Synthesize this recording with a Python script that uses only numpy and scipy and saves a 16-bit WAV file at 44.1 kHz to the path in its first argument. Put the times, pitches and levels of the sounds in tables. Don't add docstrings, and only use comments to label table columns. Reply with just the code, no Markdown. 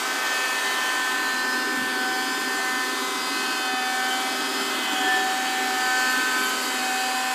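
import sys
import numpy as np
from scipy import signal
from scipy.fft import rfft, irfft, next_fast_len
from scipy.io import wavfile
from scipy.ndimage import uniform_filter1d

SR = 44100
rng = np.random.default_rng(int(sys.argv[2]) if len(sys.argv) > 2 else 0)


def volts(x):
    e = np.asarray(x, float) / 20
    return 10 ** e


def dump(signal):
    limited = np.clip(np.atleast_2d(signal).T, -1, 1)
    pcm = np.round(limited * 32767).astype(np.int16)
    wavfile.write(sys.argv[1], SR, pcm)


N = 323694
T = np.arange(N) / SR
KNOT_HZ = 400
SWELL_EDGE_S = 0.073


def unit(x):
    return x / np.sqrt(np.mean(np.abs(x) ** 2))


def knots(rate_hz):
    v = rng.standard_normal(int(KNOT_HZ * N / SR) + 2)
    v = uniform_filter1d(v, max(int(KNOT_HZ / rate_hz), 1))
    v = uniform_filter1d(v, max(int(KNOT_HZ / 2 / rate_hz), 1))
    return unit(v - v.mean())


def spread(v):
    return np.interp(T, np.arange(len(v)) / KNOT_HZ, v)


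def walk(rate_hz):
    return spread(knots(rate_hz))


def gate(start_s, length_s, edge_s, t=T):
    rise = 1 + np.tanh((t - start_s) / edge_s)
    fall = 1 - np.tanh((t - start_s - length_s) / edge_s)
    return rise * fall / 4


def curves(table):
    s, *columns = np.transpose(table)
    return [np.interp(T, s, column) for column in columns]


def narrow_noise(hz, width_hz):
    sos = signal.butter(2, [hz - width_hz / 2, hz + width_hz / 2], "bandpass", fs=SR, output="sos")
    return unit(signal.sosfilt(sos, rng.standard_normal(N)))


def patchy_noise(colour, slow_db, quick_db, tilt_db=0., ducts=(), count=24):
    size = next_fast_len(N)
    hz = np.maximum(np.arange(size // 2 + 1) * SR / size, 1)
    log_hz, edge, db = np.log(hz), np.log(np.array(colour)[:, 0]), np.array(colour)[:, 1]
    shape_db = np.interp(log_hz, edge, db, -120, -120)
    for duct_hz, half_width_hz, gain_db in ducts:
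        shape_db += gain_db * np.exp(-((hz - duct_hz) / half_width_hz) ** 2)
    coloured = irfft(rfft(rng.standard_normal(size)) * volts(shape_db), size)
    spectrum = rfft(unit(coloured))
    place = (log_hz - edge[0]) / (edge[-1] - edge[0]) * (count - 1)
    out, shared = np.zeros(N), knots(14)
    for k in range(count):
        band = irfft(spectrum * np.clip(1 - abs(place - k), 0, 1), size)[:N]
        high = np.clip((k / (count - 1) - .68) / .1, 0, 1)
        slow = slow_db * (1 - 2.0 * high) * knots(0.55)
        quick = quick_db * (knots(4.5) + 0.49 * high * shared)
        lift = volts(high * tilt_db) if high else 1
        out += band * spread(volts(slow + quick)) * lift
    return out


# multiple of the shaft rate, level_db [dB]
MOTOR_ORDERS = [(2, -17), (8, -12.5), (9, -14.5), (11, -16.5), (12, -10.5), (13, -15), (14, -11),
                (15, -17.5), (16, -17), (17, -13), (18, -12.5), (19, -16), (20, -15), (21, -20.5),
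                (23, -24), (24, -20), (25, -20.5), (28, -20.5), (29, -23), (30, -20), (31, -23.5),
                (58, -34)]
# multiple, level_db [dB]
SHELL_ORDERS = [(1, -52), (3, -40), (4, -50.5), (5, -49.5), (6, -39), (7, -66), (10, -52)]
# start_s [s], length_s [s], multiple,
# level_db [dB]
ECHO_SWELLS = [(-0.11, 1.25, 5, -47), (-0.0, 0.46, 6, -38.5), (0.062, 2.3, 7, -35), (0.23, 1.7, 7, -38),
               (0.8, 2.08, 6, -37.5), (1.28, 0.35, 5, -42), (2.0, 0.26, 3, -37), (2.06, 0.026, 6, -26.5),
               (2.394, 0.61, 7, -33.5), (2.54, 0.26, 3, -42), (2.62, 0.25, 7, -42), (2.67, 2.16, 5, -42),
               (3.303, 0.31, 7, -37.7), (3.33, 0.35, 6, -37.5), (3.634, 0.67, 3, -35.0),
               (3.67, 0.46, 7, -33.5), (3.92, 0.26, 6, -34.5), (4.22, 0.7, 7, -40.9), (4.85, 0.29, 6, -43),
               (4.915, 1.14, 3, -33.5), (5.0, 0.3, 5, -47.0), (5.007, 0.31, 3, -36),
               (5.058, 0.14, 7, -22.5), (5.267, 1.16, 7, -33.5), (5.74, 0.94, 5, -37),
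               (5.82, 0.66, 6, -29.5), (5.83, 0.37, 7, -38.5), (6.47, 0.59, 6, -42), (6.7, 0.9, 7, -36.5),
               (6.808, 0.8, 3, -33.5),
               (-0.3, 0.81, 9, -44), (0.05, 1.29, 10, -44.5), (0.28, 3.3, 4, -44), (0.3, 0.29, 10, -41),
                (0.61, 0.13, 8, -39), (0.63, 1.05, 4, -44.5), (1.29, 1.32, 1, -43), (2.13, 0.6, 9, -52),
                (2.25, 1.2, 10, -48.1), (2.278, 0.055, 4, -38), (2.58, 0.87, 8, -40.5),
                (2.59, 0.62, 4, -46), (2.68, 0.43, 1, -47), (3.06, 1.8, 8, -52.2), (3.32, 0.57, 10, -40.0),
                (3.67, 1.33, 1, -46), (3.87, 0.52, 9, -44), (4.23, 1.02, 10, -43.5), (4.53, 0.37, 8, -45),
                (5.06, 0.14, 4, -39.4), (5.15, 0.69, 1, -46.9), (5.39, 1.1, 9, -47.5),
                (5.402, 0.29, 10, -44), (5.52, 0.38, 8, -45), (5.8, 0.84, 4, -39.2),
                (5.902, 0.47, 10, -40.5), (6.0, 1.5, 1, -46), (6.67, 0.06, 8, -31.5), (6.75, 0.73, 10, -39),
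                (7.08, 0.52, 4, -39),
               (-0.3, 0.74, 20, -45), (0.18, 0.96, 13, -47.5), (0.57, 0.44, 12, -44.1),
                (0.66, 0.079, 15, -36), (1.12, 0.055, 15, -39.3), (1.25, 1.3, 20, -48.5),
                (1.28, 0.27, 16, -42), (1.89, 0.3, 13, -44), (1.89, 0.43, 18, -48), (2.17, 2.6, 19, -52),
                (2.95, 0.25, 15, -50), (3.08, 0.34, 16, -48.9), (3.22, 0.36, 17, -50),
                (3.25, 0.052, 19, -40), (4.09, 0.057, 12, -30), (4.17, 0.35, 13, -51),
                (4.3, 0.41, 20, -46.0), (4.76, 0.46, 13, -39), (4.83, 0.3, 12, -44.0), (4.83, 2, 12, -50),
                (5.011, 2.19, 18, -60), (5.13, 2.47, 15, -50), (5.29, 0.39, 13, -48.2),
                (5.52, 0.59, 16, -54), (5.85, 0.21, 19, -44), (5.9, 0.27, 18, -52), (6.04, 0.11, 17, -39),
                (6.14, 0.35, 14, -45.7), (6.61, 0.64, 19, -45), (6.84, 0.34, 16, -48)]


def motor_whine(turns, shade_db):
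    out, shell = np.zeros(N), {round(k): db for k, db in SHELL_ORDERS}
    swells = ECHO_SWELLS
    t = np.arange(len(knots(1))) / KNOT_HZ
    shade = np.interp(t, T, shade_db)
    shaft, tone = np.exp(2j * np.pi * turns), np.sqrt(2)
    for k in range(1, 59):
        echoes = knots(1.5 + 0.16 * k) + 1j * knots(1.34 + 0.32 * k)
        flutter = knots(30) + 1j * knots(30)
        tone = tone * shaft
        steady = 1 + .009 * k * echoes + (.03 + .005 * k) * flutter
        swell = sum(volts(db + 0.3) * gate(s, length, SWELL_EDGE_S, t)
                    for s, length, order, db in swells if round(order) == k)
        gain = steady * swell
        if k in shell:
            gain = gain + volts(shell[k]) * steady
        else:
            db = -33.5 + np.interp(k, *np.transpose(np.round(MOTOR_ORDERS))) + (k > 20) * shade
            echo_share = .6 if k > 20 else .35
            faded = .99 - echo_share + echo_share * echoes + (0.12 + 0.0085 * k) * flutter
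            gain = gain + volts(db) * faded
        start_phase = np.exp(2j * np.pi * rng.random())
        out += np.real(spread(gain * start_phase) * tone)
    return out


# start_s [s], length_s [s], gain_db [dB]
MOUTH_OPEN = [
    (2.6, 1.1, 1),
    (4.08, 0.15, 3),
    (4.55, 0.59, 5.5),
]


def mouth_facing():
    return sum(db * gate(s, length, SWELL_EDGE_S) for s, length, db in MOUTH_OPEN)


# frequency_hz [Hz], density_db [dB per Hz]
AIR_COLOUR = [(250, -53), (430, -12.5), (694, -9.5), (760, -12.5), (831, -5.5), (1360, -5), (1510, -4.5),
              (2170, -11), (3100, -11.5), (7620, -20), (13100, -25), (15400, -31)]
# frequency_hz [Hz], half_width_hz [Hz], gain_db [dB]
DUCTS = [(3870, 480, -2.5), (4500, 610, 4), (5250, 340, -3.5), (7630, 1120, 4.5)]


def air_hiss(turns, shade_db, facing_db):
    follows = 0.46
    hiss = patchy_noise(AIR_COLOUR, slow_db=1.5, quick_db=.5, tilt_db=(1 - follows) * shade_db, ducts=DUCTS)
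    throb = 1 + .04 * np.cos(2 * np.pi * turns) + .04 * np.cos(2 * np.pi * 2 * turns)
    level_db = -35.5 + follows * shade_db + 0.095 * facing_db + 5.5
    return volts(level_db) * throb * hiss


def mouth_rush(shade_db, facing_db):
    level_db = -41.5 - 1.5 + facing_db + 0.8 * shade_db + 0.5 * walk(3.1)
    return volts(level_db) * narrow_noise(hz=3128, width_hz=390)


# frequency_hz [Hz], density_db [dB per Hz]
BOARDS = [(35, -85), (60, -59), (102, -32), (183, -16), (231, -5.5), (254, -4.5), (275, 3), (339, -3),
          (400, -0.5), (452, -16), (480, -21), (620, -16.5), (1060, -120)]
# start_s [s], length_s [s]
HALTS = [
    (.86, 0.14),
    (1.747, 0.063),
    (2.256, .08),
    (3.833, .12),
    (4.8, .14),
    (5.36, .12),
    (5.854, 0.16),
    (7.105, .4),
]


def wheels(load_db):
    rumble = volts(load_db - 1.5) * patchy_noise(BOARDS, slow_db=0.8, quick_db=0.6, count=8)
    mesh_hz = 396 + 3 * walk(2.36)
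    lumps = 1 + 0.21 * (walk(22) + 1j * walk(17))
    mesh = lumps * np.exp(2j * np.pi * np.cumsum(mesh_hz) / SR)
    halted = sum(gate(s, length, edge_s=0.044) for s, length in HALTS)
    gear_db = load_db - 3.5 + 1.5 * walk(5) - 19 * halted
    return rumble + volts(gear_db) * np.real(mesh)


def ring(start_s, hz, level_db, t60_s, soft_s=0.0037):
    out, start = np.zeros(N), int(start_s * SR)
    t = T[:min(SR // 2, N - start)]
    decay = (1 - np.exp(-t / soft_s)) * np.exp(-np.log(1000) * t / max(t60_s, .01))
    out[start:start + len(t)] = volts(level_db) * decay * np.sin(2 * np.pi * hz * t)
    return out


# start_s [s], peak_db [dB], pitch_hz [Hz], thump_db [dB]
KNOCKS = [(1.086, -26, 390, -69), (1.214, -25, 301, -73), (1.67, -17, 394, -79), (1.745, -24, 266, -62),
          (1.77, -18, 257, -45), (1.809, -21, 248, -41), (1.859, -22.5, 272, -52), (2.151, -33, 273, -68),
          (2.375, -24, 396, -69), (2.658, -29, 266, -67), (2.916, -24, 342, -82), (3.734, -22, 270, -71),
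          (4.608, -30, 393, -68), (4.75, -26, 268, -92), (4.929, -21, 275, -80), (5.004, -21, 277, -75),
          (5.043, -17.5, 310, -72), (5.1, -26, 350, -66), (6.101, -31, 393, -71), (6.168, -20, 280, -74),
          (6.406, -25, 265.9, -74), (6.807, -26, 264, -88)]


def knocks():
    out = ring(2.59, 685, -28, t60_s=.13, soft_s=0.0031)
    for s, db, hz, thump_db in KNOCKS:
        out += ring(s, hz, db - 2.5, t60_s=0.077)
        out += ring(s, 120, thump_db + 8, t60_s=.12, soft_s=.004)
    return out


def wall_rush():
    return volts(-41.5) * gate(4.3, 1.3, 2 * SWELL_EDGE_S) * narrow_noise(hz=1120, width_hz=400)


# start_s [s], length_s [s], level_db [dB]
SQUEAKS = [
    (6.095, .04, -42),
    (6.21, .05, -48),
    (6.385, .14, -44),
    (6.615, .06, -44),
]


def brush_squeak():
    slips = sum(volts(db) * gate(s, length, edge_s=0.013) for s, length, db in SQUEAKS)
    return slips * volts(2.1 * walk(60)) * narrow_noise(hz=11500, width_hz=700)


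# time_s [s], shaft_hz [Hz]
SHAFT = [(0, 255.5), (1.85, 255.2), (2.02, 253.5), (2.42, 256.6), (2.53, 256.5), (2.66, 254.9),
         (3.53, 255.3), (3.7, 253.5), (3.85, 253.8), (4.27, 255.9), (4.7, 256.1), (5.07, 252.2),
         (5.5, 254.7), (5.72, 253.3), (6.1, 255), (6.55, 255), (6.85, 253.3), (7.34, 255.4)]
# time_s [s], outlet_db [dB], load_db [dB]
DRIVE = [(0, -36.5, -39), (.42, -35.5, -41), (.8, -36, -38), (1.05, -36.8, -39.5), (1.4, -39, -37.5),
         (1.76, -40, -37), (2.1, -39.5, -35), (2.45, -38, -37), (3, -38, -37.5), (3.6, -37.5, -37),
         (3.74, -39.5, -38.5), (3.9, -37.5, -39.5), (4.55, -36.5, -34.5), (5.1, -36.5, -34.5),
         (5.5, -36.5, -37.5), (5.97, -35.5, -38.5), (6.45, -35.5, -37), (7.34, -37, -42.5)]


def scene():
    outlet_db, load_db = curves(DRIVE)
    shade_db = outlet_db - outlet_db.mean()
    shaft_hz = curves(SHAFT)[0] + 0.091 * walk(25)
    turns = np.cumsum(shaft_hz) / SR
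    facing_db = mouth_facing()
    mono = motor_whine(turns, shade_db)
    mono += air_hiss(turns, shade_db, facing_db) + mouth_rush(shade_db, facing_db)
    mono += wheels(load_db) + knocks() + wall_rush() + brush_squeak()
    return np.array([mono, mono])


def side_patches(mono, size=2048, count=34):
    side, window = np.zeros(N), np.sin(np.pi * (np.arange(size) + .5) / size)
    khz = np.arange(size // 2 + 1) * SR / size / 1000
    from_s, low_khz, high_khz, width_khz = 2.3, 4.3, 13, 1.6
    for when, where, wide in rng.random((count, 3)):
        s = from_s + when * (N / SR - from_s - .1)
        low = low_khz + where ** .7 * (high_khz - low_khz)
        centre = 768 + 1024 * round((s * SR - 768) / 1024)
        frame = slice(centre - size // 2, centre + size // 2)
        band = (khz > low) & (khz < low + width_khz * (.5 + wide))
        level = abs(rfft(mono[frame] * window)) * band
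        phases = np.exp(2j * np.pi * rng.random(len(khz)))
        side[frame] += volts(-.5) * window * irfft(level * phases, size)
    return side


def roll_off(x):
    return signal.sosfilt(signal.butter(12, 15480, fs=SR, output="sos"), x)


def record(dry):
    bass_cut = signal.butter(4, 133, "highpass", fs=SR, output="sos")
    top_cut = signal.ellip(10, .3, 70, 15320, fs=SR, output="sos")
    thin = signal.sosfilt(top_cut, signal.sosfilt(bass_cut, dry))
    wide = thin + np.array([[1], [-1]]) * side_patches(thin[0])
    return roll_off(wide)


dry = scene()
out = record(dry)
dump(out)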